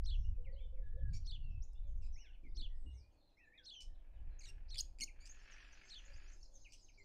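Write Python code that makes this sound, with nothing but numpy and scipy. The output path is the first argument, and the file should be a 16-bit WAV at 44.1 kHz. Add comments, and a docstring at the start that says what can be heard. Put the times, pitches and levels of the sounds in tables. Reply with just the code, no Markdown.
"""Small birds at a garden feeder

Close to the microphone one bird repeats a sharp falling chirp, a near-pure tone from the syrinx, while
others squabble in harsh, overdriven squeaks. Wings puff air, beaks tap, the feeder shudders at a landing.
Further off in the dry trees, which scatter every call, are whistles, twitter, a pulsing churr and doves.
Light wind rumbles on the microphone over quiet garden air and, late on, a faint drone."""
import sys
import numpy as np
from scipy import signal
from scipy.fft import rfft, irfft
from scipy.io import wavfile
from scipy.ndimage import uniform_filter1d

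SR = 44100
rng = np.random.default_rng(int(sys.argv[2]) if len(sys.argv) > 2 else 0)


def dump(signal):
    """Clip the signal to [-1, 1] and save it as 16-bit WAV at the path in sys.argv[1]."""
    limited = np.clip(np.atleast_2d(signal).T, -1, 1)
    pcm = np.round(limited * 32767).astype(np.int16)
    wavfile.write(sys.argv[1], SR, pcm)


N = 310464
T = np.arange(N) / SR

# Table levels are relative: each source's trim and the mix in scene() come on top.
# spectrum of the garden air: f/Hz, level/dB
AIR_SPECTRUM = [(30, -4.5), (70, -1), (130, -2.5), (220, -6.5), (310, -2), (400, -11.5), (530, -7.5),
                (800, -9.5), (1200, -20.5), (2200, -25.5), (4500, -31), (8000, -34), (15500, -39)]
# slow swell of the air's low part: t/s, level/dB
AIR_SWELL = [(0.1, -91), (2.62, -88.5), (3.55, -89.5), (4.21, -84), (6.9, -89)]
# wind on the microphone: t/s, slow eddies/dB, quick eddies/dB
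GUSTS = [(0.02, -39, -50.5), (0.29, -35.5, -42.5), (0.33, -46, -44.5), (0.39, -38.5, -57.5),
         (0.55, -46.5, -54), (0.78, -41.5, -60.5), (1.07, -42.5, -44), (1.29, -43.5, -56.5),
         (1.58, -42.5, -49), (1.69, -47.5, -70.5), (1.97, -40.5, -52), (2.18, -44.5, -58.5),
         (2.22, -56.5, -79), (2.44, -53, -69), (2.57, -40.5, -55.5), (2.86, -44.5, -64.5), (2.92, -68, -54),
         (3.25, -75, -88), (3.8, -71.5, -80.5), (3.88, -47, -66), (4.04, -58, -74), (4.29, -45.5, -54.5),
         (4.4, -53.5, -68), (4.7, -48.5, -61.5), (5.85, -64, -91), (6.16, -52, -62), (6.22, -54, -77),
         (7.02, -65, -89)]
# spectra of the slow and the quick eddies: f/Hz, level/dB
SLOW_EDDY_SPECTRUM = [(10, -8.5), (22, 0), (40, -11.5), (55, -20), (90, -43.5), (200, -96.5)]
QUICK_EDDY_SPECTRUM = [(30, -28.5), (55, 8.5), (70, 0.5), (100, -8), (140, -19.5), (250, -37.5),
                       (600, -85.5)]
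# distant flocks: start/s, end/s, centre f/Hz, spread/octaves, note length/s, level/dB, notes per second
FAR_FLOCKS = [(0, 7, 2860, 0.54, 0.048, -87.5, 9.5), (1.092, 4.0, 5050, 0.4, 0.017, -84, 22),
              (5.3, 7.03, 5700, .36, 0.018, -77.5, 120), (5.297, 6.9, 8700, .3, 0.0079, -88, 80)]
# coos of the nearest dove: t/s, length/s, f/Hz, level/dB
DOVE_COOS = [(.375, 0.039, 491.4, -66), (.46, 0.058, 508.5, -65.5), (.52, 0.046, 530.6, -63.5),
             (.605, 0.045, 506, -67.5), (.725, 0.029, 505.7, -64.5), (.785, 0.023, 531, -63),
             (.935, 0.045, 484, -67.5), (.97, 0.028, 537, -60.5), (1.84, 0.088, 547, -75.5),
             (6.05, 0.11, 544, -74), (6.48, 0.12, 525, -79)]
# bouts of churring: start/s, loudest/s, end/s, level/dB
CHURR_BOUTS = [(3.89, 4.525, 4.88, -77), (5.113, 5.561, 6.39, -65)]
# pulsing of the churr: t/s, rate/Hz
CHURR_PULSE_RATE = [(3.9, 46.6), (5.2, 35), (5.42, 46.6), (5.63, 47.3), (6.35, 50.6)]
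# throat resonance of the churring bird: f/Hz, level/dB
CHURR_THROAT = [(650, -16.5), (1100, -11.5), (1420, -5), (1740, 0.5), (2170, -5.5), (2310, -2),
                (2610, -0.5), (3340, -8.5), (3650, -14), (3960, -16.5), (4920, -12.5), (5300, -27),
                (5600, -41), (7280, -63), (12300, -120)]
# whistles from the trees, and at 3.727 s the held tone that ends one chirp: t/s, length/s, first f/Hz, middle
# f/Hz, last f/Hz, level/dB
WHISTLE_NOTES = [(0.243, 0.031, 2840, 2837, 2910, -66.5), (0.444, 0.074, 3110, 2006, 2070, -69),
                 (0.524, 0.028, 4500, 4310, 3640, -74), (0.558, 0.11, 2800, 3480, 3380, -71.5),
                 (0.588, 0.026, 2960, 2390, 2190, -72.5), (0.611, 0.044, 3280, 3140, 3890, -74),
                 (0.752, 0.042, 2730, 2190, 2070, -79.5), (0.818, 0.12, 1737, 1675, 1756, -73.5),
                 (0.964, 0.11, 1707, 1718, 1610, -74.5), (1.036, 0.074, 1717, 1647, 1636, -72),
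                 (1.383, 0.23, 2946, 2679, 2596, -73), (1.754, 0.039, 3430, 3585, 3760, -73),
                 (1.815, 0.085, 3450, 3500, 2940, -84.5), (2.159, 0.12, 1930, 2935, 1910, -66.5),
                 (2.21, 0.12, 2650, 1520, 2060, -78), (2.254, 0.072, 3700, 2934, 2600, -71),
                 (2.323, 0.04, 2610, 3026, 1980, -72), (2.438, 0.052, 2450, 2180, 2070, -70.5),
                 (2.696, 0.089, 2080, 1847, 2050, -77), (2.861, 0.058, 2837, 2847, 2850, -70),
                 (2.915, 0.22, 2000, 2420, 2430, -86.5), (3.37, 0.096, 1980, 2660, 2210, -69),
                 (3.391, 0.21, 2030, 1776, 2310, -69.5), (3.531, 0.052, 2085, 2510, 2170, -69),
                 (3.574, 0.068, 1986, 1610, 1526, -69), (3.577, 0.025, 3800, 3400, 3280, -59.5),
                 (3.727, 0.1, 3400, 3060, 2990, -57), (4.762, 0.042, 3180, 3390, 3100, -69),
                 (5.072, 0.03, 3010, 2315, 2050, -60.5), (5.799, 0.071, 2450, 2184, 2173, -70),
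                 (6.647, 0.036, 3096, 2470, 2010, -62), (6.884, 0.021, 3230, 2510, 2170, -65),
                 (6.975, 0.057, 2400, 2130, 2100, -65.5)]
# thin buzzy twitter, and at 1.134 and 3.806 s the high ring and tail of the close chips: t/s, length/s, first
# f/Hz, last f/Hz, level/dB
TWITTER_NOTES = [(0.097, 0.17, 5630, 5420, -81.5), (0.096, 0.19, 6220, 6070, -84.5),
                 (1.134, 0.045, 5300, 5800, -61), (1.619, 0.027, 5120, 7150, -64.5),
                 (2.123, 0.045, 6200, 5260, -68.5), (2.163, 0.084, 6570, 5170, -68.5),
                 (2.713, 0.28, 7870, 8440, -87), (2.927, 0.11, 6630, 4320, -74.5),
                 (3.118, 0.23, 4520, 3930, -82.5), (3.713, 0.096, 6365, 5690, -69),
                 (3.806, 0.03, 5210, 5440, -61.5), (4.389, 0.012, 6640, 6370, -57),
                 (5.289, 0.033, 6280, 6810, -56), (5.502, 0.051, 7040, 5070, -66.5),
                 (5.715, 0.032, 6120, 5960, -67.5), (5.83, 0.089, 6180, 6740, -72),
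                 (5.954, 0.048, 6580, 5900, -70), (6.04, 0.041, 7100, 6530, -70),
                 (6.128, 0.022, 4460, 5302, -62.5), (6.152, 0.031, 5890, 7116, -70.5),
                 (6.261, 0.046, 5290, 6648, -70.5), (6.316, 0.037, 6180, 6590, -68),
                 (6.396, 0.026, 6900, 6200, -74), (6.429, 0.0055, 5830, 5400, -53),
                 (6.447, 0.017, 5120, 5140, -68), (6.537, 0.048, 6480, 6080, -63),
                 (6.599, 0.057, 6895, 6210, -68), (6.763, 0.049, 5392, 4830, -73),
                 (6.828, 0.03, 6675, 6230, -67),]
# wing flutters: t/s, length/s, level/dB
FLUTTERS = [(2.426, 0.076, -66), (2.545, 0.1, -67), (2.814, 0.087, -68), (4.986, 0.076, -65.5)]
# beak taps on the feeder: t/s, level/dB
BEAK_TAPS = [(1.732, -70.5), (3.147, -86)]
# throat and beak resonances of the squabbling birds: f/Hz, level/dB
BEAK_SPECTRUM = [(1400, -38.5), (1900, -15.5), (2300, -3), (3200, -5), (4500, 0.5), (5500, -4.5),
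                 (6800, -1), (7700, -9), (8700, -10), (10000, -27), (11200, -18), (12000, -62.5),
                 (13200, -25), (15500, -33.5)]
# creaking pulses that lead into squeaks: t/s, level/dB
CREAK_PULSES = [(4.7446, -46), (4.757, -43.5), (4.767, -64), (4.9866, -52), (4.9923, -53), (5.0013, -45)]
# close squeaks: t/s, length/s, first f/Hz, middle f/Hz, last f/Hz, level/dB, roughness,
# warble as a share of the pitch, echo/dB
SQUEAK_NOTES = [ (1.128, 0.054, 2520, 2264, 2430, -65, .7, .04, -2.5),
                (2.011, 0.074, 2930, 2500, 2690, -73, 0.61, 0, -3),
                (3.803, .024, 2667, 2840, 2930, -61, 1.06, 0.0092, 0),
                (4.404, 0.026, 2860, 2210, 2090, -61, .15, 0.016, -8),
                (4.431, 0.027, 1810, 2330, 1940, -59.5, 0.3, 0.042, -11),
                (4.453, 0.0098, 4380, 3430, 2470, -56, 0.05, 0.061, -5),
                (4.465, 0.025, 2050, 1870, 1920, -59, .15, 0.013, -15),
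                (4.483, 0.025, 2670, 2810, 2690, -56.5, 0.32, 0, -8.5),
                (4.771, 0.015, 4640, 4600, 4660, -48, 0.86, 0, -14),
                (4.7805, 0.03, 4670, 4550, 4800, -38.5, 0.47, .11, -14),
                (4.805, 0.0089, 5700, 6450, 6550, -32.5, 0.37, 0.024, -16.5),
                (5.0077, 0.0053, 2670, 2950, 2370, -39.5, 0.25, 0, -11),
                (5.014, 0.028, 2248, 2156, 2244, -43.5, 0.05, 0.018, -17),
                (5.036, 0.011, 3960, 6260, 6850, -35, 0.42, 0.0027, -15),
                (5.199, 0.078, 2170, 2370, 2490, -67.5, 0.27, 0.017, -1),
                (5.254, 0.033, 2504, 2800, 2990, -61, 1.06, 0.041, -5),
                (6.72, 0.025, 2226, 2630, 2550, -63.5, 0.77, 0.12, 1.5)]
# the chirp's two-step fall, timed from its start: t/s, f/Hz, level/dB
CHIRP_FALL = [(.006, 2900, -17), (.017, 4380, -3.5), (.031, 4200, -2.5), (.045, 3540, -5.5),
              (.053, 4650, 1), (.0595, 2850, -11), (.068, 3450, -3), (.078, 3480, -1), (.114, 2580, -13)]
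# its opening upstroke, from the other side of the syrinx: t/s, f/Hz, level/dB
CHIRP_UPSTROKE = [(-.014, 4400, -23.5), (.010, 5620, -6), (.014, 6200, -32.5)]
# each repeat of the chirp: t/s, level/dB, pitch ratio
CHIRP_CALLS = [(0.0507, -50.5, 0.98), (1.2601, -50.5, 1.007), (2.561, -50, 1), (3.6491, -50.5, 0.99),
               (4.697, -50.5, 1.0), (5.8915, -51, 1.002)]


def undb(db):
    """Decibels to gain."""
    return 10 ** (np.asarray(db) / 20)


def unit(x):
    """Scale to rms 1."""
    return x / (np.sqrt(np.mean(x ** 2)) + 1e-12)


def curves(rows, t):
    """The columns of a table, joined by straight lines over the times t, with rounded corners."""
    times, *columns = np.transpose(rows)
    return [uniform_filter1d(np.interp(t, np.sort(times), c), size=40, mode="nearest") for c in columns]


def response(spectrum, hz):
    """Gain of a spectrum (f/Hz, level/dB) at the given frequencies."""
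    f, db = np.transpose(spectrum)
    return undb(np.interp(np.log(hz + 0.0011), np.log(f), db))


def colour(x, spectrum):
    """Filter by a spectrum (f/Hz, level/dB)."""
    return irfft(rfft(x) * response(spectrum, np.fft.rfftfreq(len(x), 1 / SR)), len(x))


def noise():
    """White noise for the whole scene."""
    return rng.standard_normal(N)


def noise_band(low_hz, high_hz, order=2):
    """Band-passed noise at rms 1."""
    bandpass = signal.butter(order, [low_hz, high_hz], "band", fs=SR, output="sos")
    return unit(signal.sosfilt(bandpass, noise()))


def wander(n, rate):
    """A random curve that takes a new value `rate` times a second."""
    return np.interp(np.arange(n) * rate / SR, np.arange(4096), rng.standard_normal(4096))


def add(out, start, x):
    """Mix x into out from `start` seconds on."""
    i = int(np.clip(start * SR, 0, N))
    out[i:i + len(x)] += x[:N - i]


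def progress(length):
    """Runs from 0 to 1 over a note."""
    return np.linspace(0, 1, max(int(length * SR), 16))


def arch(u):
    """Rounded swell and fall of a note."""
    return np.abs(np.sin(np.pi * u)) ** 0.43


def phase_of(hz):
    """Phase of an oscillator that follows a pitch curve."""
    return 2 * np.pi * np.cumsum(hz) / SR


def bend_through(u, pitches_hz):
    """Pitch of a note that bends smoothly through its first, middle and last value."""
    return np.exp(np.polyval(np.polyfit([0, .5, 1], np.log(pitches_hz), 2), u))


def add_from_trees(paths, start, note, db, faint_db=-69.5):
    """Split a note between the direct and the scattered path; fainter birds sit deeper in the trees."""
    direct_share = 0.79 * undb(1.1 * min(db - faint_db, 0))
    add(paths[0], start, np.sqrt(direct_share) * note)
    add(paths[1], start, np.sqrt(1 - direct_share) * note)


def trees(x, early_s, late_s, late_db):
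    """Scatter from near branches, then a thin tail from the trees behind."""
    t = np.arange(SR) / SR
    decay = np.exp(-t / early_s) + undb(late_db) * np.exp(-t / late_s)
    echoes = rng.standard_normal(len(t)) * decay * (t > .002)
    return signal.fftconvolve(x, echoes / np.sqrt(np.sum(echoes ** 2)))[:N]


def air(level_db=-79, swell_depth=0.76):
    """Far-off garden ambience: the low part swells slowly, the hiss stays even."""
    swell_db, = curves(AIR_SWELL, T)
    bed = unit(colour(noise(), AIR_SPECTRUM)) * undb(level_db)
    low = colour(bed, [(1000, 0), (1600, -10), (2500, -60)])
    drift_db = .8 * wander(N, 6)
    return bed - low + low * undb(swell_depth * (swell_db - np.median(swell_db)) + drift_db)


def hum(hz=99, db=-78, start_s=5.3):
    """A faint, unsteady drone fades in from far away."""
    envelope = undb(db + 2 * wander(N, 6.3)) * np.clip(T - start_s, 0, 1)
    return envelope * np.sin(phase_of(hz * (1 + 0.011 * wander(N, 5.4))))


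def wind(trims_db=(2, 2.96), buffet_db=1.5, buffet_hz=14):
    """Slow and quick eddies swell with the breeze and buffet the microphone together."""
    out, buffets = 0, buffet_db * np.tanh(wander(N, buffet_hz))
    spectra = SLOW_EDDY_SPECTRUM, QUICK_EDDY_SPECTRUM
    for db, trim_db, spectrum in zip(curves(GUSTS, T), trims_db, spectra):
        eddies = colour(noise(), spectrum)
        strength = np.sqrt(uniform_filter1d(uniform_filter1d(eddies ** 2, size=3000), size=3000))
        out = out + eddies / strength * undb(db + trim_db + buffets)  # the gusts alone set the level
    return out


def far_doves(low_hz=290, high_hz=560, length=.09, count=36):
    """Barely audible coos from the furthest trees, each with its own time, pitch and strength."""
    out, u = np.zeros(N), progress(length)
    for i, (when, pitch, strength) in enumerate(rng.uniform(0, 1, (count, 3))):
        hz = (low_hz + (high_hz - low_hz) * pitch) * (1 + 0.05 * arch(u))
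        coo = undb(-86 + 5 * strength) * arch(u) * np.sin(phase_of(hz))
        add(out, T[-1] * (i + when) / count, coo)
    return out


def twit(length, first_hz, last_hz, db, rasp=.034, overtone_db=-33):
    """One thin sliding note with a rasp on its pitch."""
    u = progress(length)
    slide_hz = first_hz + (last_hz - first_hz) * u
    phase = phase_of(slide_hz * (1 + rasp * wander(len(u), 1200)))
    envelope = arch(u ** 1.5) * undb(db + 3.6 * wander(len(u), 250))
    return envelope * (np.sin(phase) + undb(overtone_db) * np.sin(2 * phase))


def flocks():
    """Faint notes of many distant birds; after the squabble they thicken into a twitter."""
    out = np.zeros(N)
    for start, end, centre_hz, octaves, length, db, rate in FAR_FLOCKS:
        count = int(rate * (end - start))
        for i, (when, pitch, slide, strength) in enumerate(rng.uniform(-1.2, 1, (count, 4))):
            hz = centre_hz * 2 ** (octaves * pitch)
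            note = twit(length * (1 + 0.27 * when), hz, hz * (.95 + 0.18 * slide), db + 4 * strength)
            add(out, start + (end - start) * (i + when) / count, note)
    return out


def dove(bend=0.07, waver=0.045):
    """Soft, hollow coos some way off, each a little higher in its middle."""
    out = np.zeros(N)
    for start, length, hz, db in DOVE_COOS:
        u = progress(length)
        pitch = hz * (1 + bend * (arch(u) - .8) + waver * wander(len(u), 120))
        add(out, start, undb(db) * arch(u) * np.sin(phase_of(pitch)))
    return out


def churr(swell_db=13.5, sag_db=6.5, sag_s=0.16, fade_s=0.085, brightening=0.4):
    """A dry rattle from the trees: noisy pulses through a broad throat resonance, duller when soft."""
    rate, = curves(CHURR_PULSE_RATE, T)
    cycles = np.cumsum(rate * (1 + .025 * wander(N, 40))) / SR
    since_pulse = cycles % 1 / rate
    pulses = (.33 + np.exp(-since_pulse / .006)) * undb(1.5 * wander(N, 45))
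    effort = 0
    for start, loudest, end, db in CHURR_BOUTS:  # each swells, sags to a plateau and stops
        swell = swell_db * np.minimum((T - loudest) / (loudest - start), 0)
        sag = sag_db * (np.exp(-np.maximum(T - loudest, 0) / sag_s) - 1)
        gate = np.clip(np.minimum(T - start, end - T) / fade_s, 0, 1)
        effort = effort + undb(db + swell + sag) * gate
    rattle = unit(colour(noise() * pulses, CHURR_THROAT))
    body = colour(rattle, [(2600, 0), (3000, -20), (4000, -40)])
    return effort * (body + (rattle - body) * (effort / effort.max()) ** brightening)


def whistles(overtone_db=-33, waver=.012, flutter_db=2.5, trim_db=0.88):
    """Pure, bending notes from the trees, and the held tone after one chirp; returns the direct and the
    scattered sound."""
    paths = np.zeros((2, N))
    for start, length, *pitches_hz, db in WHISTLE_NOTES:
        u = progress(length)
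        phase = phase_of(bend_through(u, pitches_hz) * (1 + waver * wander(len(u), 250)))
        envelope = arch(u ** 0.71) * undb(db + trim_db + flutter_db * wander(len(u), 90))
        tone = np.sin(phase) + undb(overtone_db) * np.sin(2 * phase)
        add_from_trees(paths, start, envelope * tone, db)
    return paths


def twitter(trim_db=1.2):
    """Thin notes that stand out in front of the flocks, and the high ring of two close chips; returns the
    direct and the scattered sound."""
    paths = np.zeros((2, N))
    for start, length, first_hz, last_hz, db in TWITTER_NOTES:
        add_from_trees(paths, start, twit(length, first_hz, last_hz, db + trim_db), db)
    return paths


def wings(beat_hz=24, feather_db=-27):
    """Each wingbeat pushes a low puff of air, with a faint rustle of feathers."""
    envelope = np.zeros(N)
    for start, length, db in FLUTTERS:
        u = progress(length)
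        beats = 1 + 0.15 * np.cos(2 * np.pi * beat_hz * length * u)
        add(envelope, start, undb(db) * arch(u) * beats)
    return envelope * (noise_band(172, 336, order=3) + undb(feather_db) * noise_band(920, 6200))


def feeder(landing_s=2.87, hz=66, db=-46, t60_s=0.42):
    """The feeder's mount shudders after a bird lands."""
    t = np.maximum(T - landing_s, 0)
    return undb(db - 60 * t / t60_s) * np.sin(2 * np.pi * hz * t)


def taps(ring_s=0.0025):
    """Tiny dry clicks of a beak on the plastic feeder."""
    strikes = sum(undb(db) * (T >= at) * np.exp(-np.abs(T - at) / ring_s) for at, db in BEAK_TAPS)
    return strikes * noise_band(6000, 8500)


def creaks(throat_hz=2450, ring_s=0.00085):
    """Close by, lone slaps of the syrinx ring the throat for a moment."""
    out, t = np.zeros(N), np.arange(SR // 100) / SR
    envelope = 1.37 * t / ring_s * np.exp(-t / ring_s)
    for start, db in CREAK_PULSES:
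        phase = phase_of(throat_hz * (1 + 0.061 * wander(len(t), 2000)))
        ring = sum(response(BEAK_SPECTRUM, k * throat_hz) ** .5 * np.sin(k * phase) for k in range(1, 6))
        add(out, start, undb(db) * envelope * ring)
    return out


def squeaks(warble_hz=162.5, rasp_hz=600, attack_share=0.12, release_share=0.23):
    """Close by, a hard-driven syrinx sounds through the beak; returns that and its share for the trees."""
    direct, to_trees = np.zeros((2, N))
    for start, length, *pitches_hz, db, rough, warble, echo_db in SQUEAK_NOTES:
        u = progress(length)
        swing = 1 - warble * np.cos(2 * np.pi * warble_hz * length * u)
        hz = bend_through(u, pitches_hz) * swing
        phase = phase_of(hz * (1 + .08 * rough * wander(len(u), 1500)))
        # gentle calls lose more per octave of harmonics; rough ones are brighter, with less fundamental
        slope_db = 0.7 + 0.12 * (db + 41) + rough ** 2
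        fundamental = undb(-7 * rough ** 2) * np.sin(phase)
        overtones = sum(undb(slope_db * np.log2(k)) * np.clip((18000 - k * hz) / 2000, 0, 1)
                        * np.sin(k * phase) for k in range(2, 9))
        turbulence = 1 + 0.949 * rough * wander(len(u), 2400)  # in the throat; widens every harmonic
        rasp_db = 6 * rough * np.tanh(wander(len(u), rasp_hz))
        warble_db = 32 * np.log2(swing)  # loudest at the top of each swing
        envelope = np.minimum(u / attack_share, 1) * np.minimum((1 - u) / release_share, 1)
        note = (fundamental + overtones) * turbulence * envelope * undb(db + rasp_db + warble_db)
        add(direct, start, note)
        add(to_trees, start, note * undb(echo_db))
    return colour(direct, BEAK_SPECTRUM), colour(to_trees, BEAK_SPECTRUM)


def chirps(buzz_hz=370, quaver_hz=210, quaver_from_s=0.091, attack_s=0.0026, release_s=.01):
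    """The main bird: a buzzy upstroke, then a near-pure tone falls in two steps and quavers as it dies."""
    out, t = np.zeros(N), np.arange(CHIRP_UPSTROKE[0][0], CHIRP_FALL[-1][0], 1 / SR)
    fall_hz, fall_db = curves(CHIRP_FALL, t)
    up_hz, up_db = curves(CHIRP_UPSTROKE, t)
    gate = np.clip((t - CHIRP_FALL[0][0]) / attack_s, 0, 1) * np.clip((t[-1] - t) / release_s, 0, 1)
    quaver_depth = 0.085 * np.clip((t - quaver_from_s) / 0.023, 0, 1)
    overtone = undb(np.interp(t, [.04, .06], [-23, -33]))  # the second step is purer
    for start, db, pitch_ratio in CHIRP_CALLS:
        quaver = quaver_depth * np.sin(phase_of(quaver_hz * (1 + 0.14 * wander(len(t), 120))))
        phase = phase_of(fall_hz * pitch_ratio * (1 + quaver + 0.0069 * wander(len(t), 300)))
        fall = gate * undb(fall_db) * (np.sin(phase) + overtone * np.sin(2 * phase))
        buzz = 0.11 * np.sin(2 * np.pi * buzz_hz * t) + 0.03 * wander(len(t), 1500)
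        upstroke = undb(up_db) * (t < CHIRP_UPSTROKE[-1][0]) * np.sin(phase_of(up_hz * (1 + buzz)))
        add(out, start + t[0], undb(db) * (fall + upstroke))
    return out


def scene():
    """One microphone by the feeder: the further off a bird, the more of it comes by way of the trees."""
    squeak, squeak_echo = squeaks()
    whistle, whistle_echo = whistles()
    twits, twits_echo = twitter()
    chirp, clicks = chirps(), creaks() + taps()
    rattle, coos, distant = churr(), dove(), flocks() + far_doves()
    near_send = undb(-8.5) * (chirp + clicks) + squeak_echo
    far_send = (whistle_echo + twits_echo + distant + undb(-17) * chirp + undb(-24) * squeak
                + undb(-5) * rattle + undb(-2) * coos)
    near = trees(near_send, early_s=0.02, late_s=0.059, late_db=-19)
    far = trees(far_send, early_s=.028, late_s=0.077, late_db=-15.5)
    direct = chirp + squeak + clicks + whistle + twits + rattle + undb(2) * coos + undb(-8.5) * distant
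    return (direct + near + far + wings() + feeder() + wind() + hum() + air())[None]


def record(dry, top_hz=15500):
    """The camera's microphone channel cuts the top treble steeply."""
    return signal.sosfilt(signal.ellip(8, .2, 70, top_hz, fs=SR, output="sos"), dry)


dry = scene()
out = record(dry)
dump(out)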